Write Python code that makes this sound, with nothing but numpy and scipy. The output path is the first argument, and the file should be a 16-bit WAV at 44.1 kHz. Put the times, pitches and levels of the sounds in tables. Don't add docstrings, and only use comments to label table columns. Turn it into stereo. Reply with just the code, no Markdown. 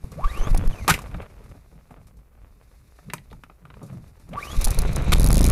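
import sys
import numpy as np
from scipy import signal
from scipy.fft import rfft, irfft
from scipy.io import wavfile

SR = 44100
rng = np.random.default_rng(int(sys.argv[2]) if len(sys.argv) > 2 else 0)


def store_wav(level_fs):
    pcm = np.round(np.clip(np.atleast_2d(level_fs), -1, 1) * 32767)
    wavfile.write(sys.argv[1], SR, pcm.T.astype(np.int16))


def nominal_scale(level):
    x = np.asarray(level, float) / 20
    return 10 ** x


N = 242991
TIME = np.arange(N) / SR

# (frequency [Hz], level [dB per Hz])
YARD_CURVE = [(8.8, -47), (15, -14.5), (54, 1.5), (67, -5), (81, -26.5), (133, -21), (344, -34.5),
              (400, -25.5), (520, -54), (880, -120)]
RUMBLE_CURVE = [(12, -23.5), (22, -1.5), (55, -0.5), (100, -5), (200, -15), (300, -22), (500, -65)]
CLATTER_CURVE = [(120, -27), (200, -10.5), (405, 0.5), (534, 1), (609, -1), (972, -5.5), (1140, -3.5),
                 (1690, -11), (2390, -12.5), (3500, -22.5), (4550, -41.5), (7700, -120)]
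HISS_CURVE = [(1470, -9), (2500, -5.5), (3220, -22), (3590, -8), (5990, -11), (8070, -14), (11500, -10.5),
              (15400, -29.5), (16400, -30)]
# (frequency [Hz], level [dB per Hz])
SPIT_CURVE = [(1760, -53), (3000, -9.5), (4100, -1.5), (6790, -1), (7450, -5.5), (10800, 3), (14500, -15),
              (16400, 4)]
# (frequency [Hz], side against mid [dB])
WIDTH_CURVE = [(25, -30), (110, -28), (200, -23), (380, -24), (700, -32), (1290, -22.5), (2380, -16.5),
               (4400, -15.5), (8120, -22), (15000, -32)]
# (time [s], shaking [dB], air and cord flow [dB])
EFFORT = [(0.0, -62, -65), (0.15, -51.5, -60), (0.35, -41.5, -51), (0.6, -41.5, -53), (0.84, -45, -56),
          (1.2, -49.5, -62.5), (1.6, -63, -68.5), (2.3, -66, -76), (3.04, -66.5, -65.5),
          (3.56, -67.5, -73.5), (3.9, -58, -67.5), (4.26, -67.5, -69), (4.355, -44, -62.5), (4.4, -48, -50),
          (4.57, -39.5, -43.5), (5.06, -38, -57.5), (5.26, -35.5, -52), (5.51, -31.5, -46)]
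# (time [s], level [dB])
ROCKING = [(0.06, -36.5), (0.161, -33), (0.39, -38), (0.52, -29.5), (0.67, -42), (0.911, -30),
           (1.11, -43.5), (1.45, -52), (1.752, -47), (1.931, -54), (2.149, -48), (3.09, -37.5), (3.15, -38),
           (3.34, -42), (3.652, -44), (3.839, -37), (3.938, -31), (4.321, -34), (4.56, -34), (4.689, -29),
           (4.78, -24.5), (4.861, -25.5), (4.98, -23.5), (5.09, -20.5)]

# (time [s], peak [dB], ring [Hz], crack against ring [dB])
STEPS = [(1.398, -50, 410, -23), (1.439, -55, 1430, -1), (1.491, -55.5, 534, -1), (1.55, -48.5, 625, -25),
         (1.724, -51.5, 472, -20), (1.907, -42.5, 747, -15.5), (1.97, -49.5, 640, -41),
         (2.069, -55, 933, 3.5), (2.169, -63.5, 440, 3.5), (3.816, -41.5, 460, -28),
         (3.829, -42.5, 490, -4.5), (3.863, -64, 915, 11.5), (3.927, -45, 564, -12),
         (3.972, -59, 428, -0.5), (4.197, -56, 780, 1.5)]
KNOBS = [(2.988, -43.5, 697, -39), (3.086, -45, 400, -24), (3.1, -29.5, 1920, -22), (3.135, -20, 916, 0),
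         (3.181, -39.5, 2100, -24), (3.302, -55, 3820, -11), (3.311, -46, 4100, -10.5),
         (3.315, -42.5, 475, -14), (3.328, -39, 900, -12), (3.436, -33, 1370, -17), (3.498, -38, 847, -30),
         (3.653, -38.5, 1090, -18), (3.702, -39, 1190, -23), (3.74, -43.5, 1050, -20.5),
         (3.767, -44, 507, -25)]
JOLTS = [(0.04, -40, 401, -8.5), (0.118, -41, 452, 0), (0.241, -37.5, 2360, -9.5), (0.373, -30.5, 496, -10),
         (0.471, -28, 705, -13), (0.545, -23, 760, -15), (0.637, -32, 470, -20), (0.746, -36.5, 521, -23),
         (0.786, -38, 506.7, -24), (4.29, -46, 455, -4), (4.333, -35.5, 2180, -16), (4.668, -23, 776, -22)]
HANDLE = [(0.879, -9, 1140, -4.5), (0.887, -9, 840, -18), (0.893, -9, 1250, -5.5), (0.898, -6, 1420, 0),
          (0.903, -10, 1538, -1.5), (0.916, -18.5, 2310, -26), (0.94, -15.5, 2140, -6),
          (0.989, -29.5, 1140, -8), (1.018, -38.5, 730, -3), (1.113, -39.5, 900, -13),
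          (1.143, -29.5, 810, -21), (1.219, -40, 2300, -13), (1.228, -38.5, 505, -29),
          (5.12, -13, 1050, -4), (5.125, -15, 1240, -8), (5.13, -9.5, 3900, -8), (5.135, -17.5, 2450, 2.5)]

# (time [s], tooth rate [Hz], level [dB])
REEL_OUT = [(0.16, 330, -55), (0.19, 600, -37), (0.228, 1000, -39), (0.247, 1160, -33), (0.265, 1450, -50),
            (0.34, 2400, -52), (0.39, 3000, -51), (0.436, 3060, -53), (0.52, 3900, -59)]
REEL_COAST = [(0.59, 2810, -64), (0.63, 3330, -62), (0.66, 3490, -61), (0.68, 3637, -63)]
REEL_BACK = [(0.69, 3900, -58), (0.735, 3000, -59), (0.761, 2600, -60), (0.79, 2480, -57),
             (0.839, 2000, -60), (0.859, 2200, -59), (0.885, 2950, -50)]
REEL_AGAIN = [(4.3, 376.1, -58), (4.336, 614.0, -41), (4.38, 1170, -43), (4.41, 1900, -48),
              (4.43, 2320, -41), (4.46, 2700, -50), (4.52, 3350, -48), (4.585, 3640, -51)]
# (centre [Hz], width [Hz], level [dB])
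OCTAVE_BANDS = [(3600, 700, -1), (6200, 1300, 1.5)]
# (centre [Hz], width [Hz], level [dB])
CASING_MODES = [(1220, 55, 0), (2430, 110, -3), (3740, 81, -6), (5500, 73, -11), (7280, 40, -9),
                (8730, 46, -11), (9510, 110, -11), (11200, 72, -13)]

# (time [s], length [ms], suction [dB], push [dB])
STROKES = [(.047, 5.5, -17, -68), (0.257, 12.4, -10, -7), (0.315, 6.8, -21, -23), (0.408, 15.2, -13, -8),
           (0.473, 3.5, -14, -18), (0.516, 16.7, -8.5, -2), (0.549, 17.8, -3.5, -3.5),
           (0.597, 39.6, -13.5, -28), (0.678, 14, -6.5, -1), (0.736, 5.2, -33, -19.5),
           (0.918, 3.4, -8.5, -16.5), (1.144, 4.7, -26.5, -26.5), (4.59, 11.6, -4.5, -9),
           (4.628, 8.3, -14.5, -39), (4.653, 21.8, -45, -6), (4.691, 13.2, -7.5, -15),
           (4.714, 6.1, -10.5, -16)]
# (centre [Hz], width [Hz], level [dB])
GEAR_BANDS = [(2370, 500, 6), (3830, 780, 3), (5880, 2000, -5.5), (7400, 500, -12)]
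# (time [s], peak [dB])
STUMBLING_TICKS = [(0.5476, -23.5), (0.5751, -17.5), (0.664, -30), (0.675, -28), (4.547, -41), (4.565, -29),
                   (4.612, -15), (4.6182, -19), (4.6432, -6), (4.6489, -8.5), (4.656, -17), (4.672, -19),
                   (4.682, -19), (4.7056, -14.5), (4.7142, -20.5), (4.7451, -22), (4.7881, -10.5),
                   (4.8185, -21), (4.8546, -37.5), (4.8916, -49), (4.93, -24.5), (4.9604, -14.5),
                   (4.982, -34.5), (5.021, -31), (5.044, -33), (5.082, -35)]
# (time [s], peak [dB])
VALVE_TICKS = [(5.1822, -20), (5.197, -10.5), (5.2056, -15), (5.217, -16), (5.2305, -17), (5.243, -8),
               (5.2514, -16), (5.2628, -11), (5.2723, -10), (5.2869, -12), (5.3046, -13), (5.3157, -14),
               (5.3283, -4), (5.3432, -11), (5.3552, -11), (5.3688, -8.5), (5.3796, -9.5), (5.3917, -13.5),
               (5.4092, -7.5), (5.414, -9), (5.4294, -14), (5.4412, -3), (5.4521, -14), (5.4642, -9),
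               (5.471, -9), (5.478, -14.5), (5.4854, -14.5), (5.4988, -9)]
# (time [s], four-stroke cycles done [count])
CRANK = [(4.748, 0), (4.893, 2), (5.019, 4), (5.126, 6), (5.22, 8), (5.304, 10), (5.381, 12), (5.452, 14),
         (5.522, 16)]
# (time [s], exhaust puff [dB], intake gulp [dB], puff lag [cycles])
BURN = [(4.74, -13, -22, .56), (4.8, -13, -13, .56), (4.87, -19, -13, .5), (4.93, -30, -15, .55),
        (5.06, -30, -13, .53), (5.1, -11, -14, .42), (5.15, -5, -10, .47), (5.33, -4, -9, .66),
        (5.41, -3, -8, .74), (5.51, -7, -8, .72)]
# (centre [Hz], width [Hz], level [dB])
MUFFLER_MODES = [(59.7, 35, -23.5), (114.8, 39, 1.5), (183.6, 50, -5), (416, 204, -17.5)]

BOARD_HZ, BOARD_WIDTH_HZ = 156, 30
LEAN_DB_PER_S, SETTLE_DB_PER_S = 354, 170
RUMBLE_DB, RUMBLE_FOLLOWS = -32.5, 0.89
YARD_DB, MIC_HISS_DB = -54.5, -73
# thud against ring in dB, t60 in s
STEP, CLICK, JOLT, SLAP = (6.9, 0.12), (-5.5, 0.027), (2.3, 0.049), (-7, 0.046)
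TICK_T60_S, VALVE_T60_S = 0.0198, 0.0095
GEAR_FROM_S, GEAR_DB, GEAR_DB_PER_S = 4.56, -50, 8
OVERLOAD = 0.292
CUTOFF_HZ = 16500


def in_time(rows):
    s, *columns = np.transpose(rows)
    return [np.interp(TIME, s, c) for c in columns]


def rms_one(x):
    return x / np.sqrt(np.mean(x ** 2) + 1e-20)


def coloured(x, spectrum):
    hz, db = np.transpose(spectrum)
    grid = np.maximum(np.arange(len(x) // 2 + 1) * SR / len(x), 1)
    gain = nominal_scale(np.interp(np.log(grid), np.log(hz), db))
    return irfft(rfft(x) * gain, len(x))


def drift(rate_hz):
    r = np.exp(-2 * np.pi * rate_hz / SR)
    walk = signal.lfilter([1], [1, -2 * r, r * r], rng.standard_normal(N + SR))
    return rms_one(walk[SR:])


def resonance(x, hz, width_hz):
    r = np.exp(-np.pi * width_hz / SR)
    poles = [1, -2 * r * np.cos(2 * np.pi * hz / SR), r * r]
    return signal.lfilter([(1 - r * r) / 2, 0, (r * r - 1) / 2], poles, x)


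def band(low_hz, high_hz):
    return signal.butter(3, [low_hz, high_hz], "band", fs=SR, output="sos")


def puff(u, suction, push, sharp):
    return np.tanh(sharp * u) * np.exp(-u ** 2) * np.where(u < 0, suction, push)


def bed(level_db, spectrum, flicker_db, rate_hz, grain=1):
    noise = rms_one(coloured(rng.standard_normal(N) ** grain, spectrum))
    return nominal_scale(level_db + flicker_db * drift(rate_hz)) * noise


def yard():
    return bed(YARD_DB, YARD_CURVE, 1.0, 4)


def machine_bed():
    shake_db, flow_db = in_time(EFFORT)
    rumble_db = np.minimum(RUMBLE_DB + RUMBLE_FOLLOWS * (shake_db + 39.5), -32.0)
    rumble = bed(rumble_db, RUMBLE_CURVE, 4.8, 7.3)
    clatter = bed(shake_db, CLATTER_CURVE, 2.6, 29, grain=5)
    hiss = bed(flow_db, HISS_CURVE, 2.2, 20)
    return rumble + clatter + hiss


def boards():
    shifts = [db - np.maximum(LEAN_DB_PER_S * (s - TIME), SETTLE_DB_PER_S * (TIME - s)) for s, db in ROCKING]
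    level_db = np.max(shifts, axis=0)
    shake = resonance(resonance(rng.standard_normal(N), BOARD_HZ, 69), 0.75 * BOARD_HZ, 77)
    return nominal_scale(level_db - 2.0) * rms_one(shake)


def knock(ring_hz, crack_db, thud_db, t60):
    size = SR // 4
    t = np.arange(size) / SR
    hit, other = rng.standard_normal((2, size)) * nominal_scale(-60 * t / t60)
    luck_db = 3 * rng.standard_normal(len(CASING_MODES))
    modes = sum(nominal_scale(db + 4 + luck) * resonance(hit, hz, 2.8 * width)
                for (hz, width, db), luck in zip(CASING_MODES, luck_db))
    ring = nominal_scale(13) * resonance(hit, ring_hz, 0.25 * ring_hz)
    shell = signal.sosfilt(band(350, min(2.6 * ring_hz, 3800)), hit + modes + ring)
    crack = signal.sosfilt(band(3700, 12800), other + modes)
    thud = resonance(resonance(other, BOARD_HZ, 3 * BOARD_WIDTH_HZ), 260, 400)
    shell, thud, crack = [p / np.abs(p).max() for p in (shell, thud, crack)]
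    return shell + nominal_scale(thud_db - 5.5) * thud + nominal_scale(crack_db) * crack


def knocks():
    out = np.zeros(N + SR)
    for rows, kind in ((STEPS, STEP), (KNOBS, CLICK), (JOLTS, JOLT), (HANDLE, SLAP)):
        for s, peak_db, ring_hz, crack_db in rows:
            blow = knock(ring_hz, crack_db, *kind)
            at = round(s * SR)
            out[at:at + len(blow)] += nominal_scale(peak_db + 2) * blow
    return out[:N]


def wall(x):
    t = np.arange(SR // 4) / SR
    echo = rng.standard_normal(len(t)) * nominal_scale(-60 * t / 0.17) * (t > 0.006)
    return signal.fftconvolve(x, echo / np.sqrt(np.sum(echo ** 2)))[:N]


def reel(rows):
    hz, level_db = in_time(rows)
    from_rest, winding_back = rows[0][1] < 1000, rows[0][1] > 3000
    turn = 2 * np.pi * np.cumsum(hz * (1 + 0.025 * drift(200))) / SR
    on = np.clip(np.minimum(TIME - rows[0][0], rows[-1][0] - TIME) / 0.03, 0, 1)
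    tone = on * nominal_scale(level_db + 2.5 + 4 * drift(50)) * np.sin(turn) * (1 + 0.25 * drift(300))
    upper_db = np.median(np.transpose(rows)[2]) - 2
    upper = on * nominal_scale(upper_db + 5 * drift(30)) * np.sin(2 * turn)
    octave = sum(nominal_scale(db) * resonance(resonance(upper, centre, width), centre, 1.5 * width)
                 for centre, width, db in OCTAVE_BANDS)
    noise = on * rng.standard_normal(N)
    rattle = nominal_scale(-30.5 - 1.4 * hz / 1000) * noise * np.clip(hz / 1000 - 0.3, 0, 1) * from_rest
    spring = nominal_scale(-44.5) * resonance(noise, 6200, 220) * winding_back
    shell = nominal_scale(14.5) * resonance(tone + rattle, 1160, 35) + resonance(tone, 2400, 300)
    return tone + octave + spring + shell


def cranking():
    return sum(1.3 * puff((TIME - s) / (ms / 1000), nominal_scale(dip_db), nominal_scale(push_db), sharp=1.71)
               for s, ms, dip_db, push_db in STROKES)


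def gear():
    since = TIME - GEAR_FROM_S
    noise = rng.standard_normal(N)
    whirr = sum(nominal_scale(db) * resonance(resonance(noise, hz, width), hz, width) for hz, width, db in GEAR_BANDS)
    level_db = GEAR_DB + GEAR_DB_PER_S * since + 2.5 * drift(30)
    return np.clip(since / 0.0097, 0, 1) * nominal_scale(level_db) * rms_one(whirr)


def ticks():
    shape = np.zeros(N)
    for rows, t60 in ((STUMBLING_TICKS, TICK_T60_S), (VALVE_TICKS, VALVE_T60_S)):
        for s, peak_db in rows:
            since = np.maximum(TIME - s, 0)
            fall_db = 60 * np.maximum(since - 0.001, 0) / t60
            shape += nominal_scale(peak_db - 6.0 - fall_db) * np.minimum(since / 0.00041, 1)
    high_pass = signal.butter(3, 3400, "high", fs=SR, output="sos")
    grit = signal.sosfilt(high_pass, coloured(rng.standard_normal(N), SPIT_CURVE))
    return shape * rms_one(grit)


def engine():
    cycle, = in_time(CRANK)
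    exhaust_db, intake_db, lag = in_time(BURN)
    running = np.clip((TIME - CRANK[0][0]) / 0.014, 0, 1)
    since = (cycle - lag + 0.5) % 1 - 0.5
    outflow = 0.19 + 0.7 * np.maximum(lag - 0.62, 0)
    exhaust = nominal_scale(exhaust_db) * puff(since / np.where(since < 0, 0.19, outflow), 1.85, 1.3, sharp=5.0)
    from_gulp = (cycle + 0.5) % 1 - 0.5
    intake = nominal_scale(intake_db) * (0.22 - 1.2 * np.exp(-(from_gulp / 0.047) ** 2))
    air = running * (exhaust + intake)
    rough = air * (1 + 0.8 * rms_one(resonance(rng.standard_normal(N), 300, 500)))
    muffler = sum(1.4 * nominal_scale(db) * resonance(rough, hz, width) * (-1) ** k
                  for k, (hz, width, db) in enumerate(MUFFLER_MODES))
    return air + muffler


def scene():
    blows = knocks()
    mid = yard() + machine_bed() + boards() + blows + nominal_scale(-14.5) * wall(blows)
    mid = mid + reel(REEL_OUT) + reel(REEL_COAST) + reel(REEL_BACK) + reel(REEL_AGAIN)
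    mid = mid + cranking() + gear() + ticks() + engine()
    side = nominal_scale(-4) * coloured(wall(mid), WIDTH_CURVE)
    return np.array([mid + side, mid - side])


def top_cut(x):
    return signal.sosfilt(signal.butter(12, 16540, fs=SR, output="sos"), x)


def record(dry):
    hiss = nominal_scale(MIC_HISS_DB) * rms_one(np.diff(rng.standard_normal(N + 1)))
    mid = dry.mean(axis=0)
    side = dry - mid
    flat = np.clip(mid + hiss, -OVERLOAD, OVERLOAD) + side
    low_pass = signal.cheby2(12, 70, CUTOFF_HZ, fs=SR, output="sos")
    return top_cut(signal.sosfilt(low_pass, flat))


dry = scene()
out = record(dry)
store_wav(out)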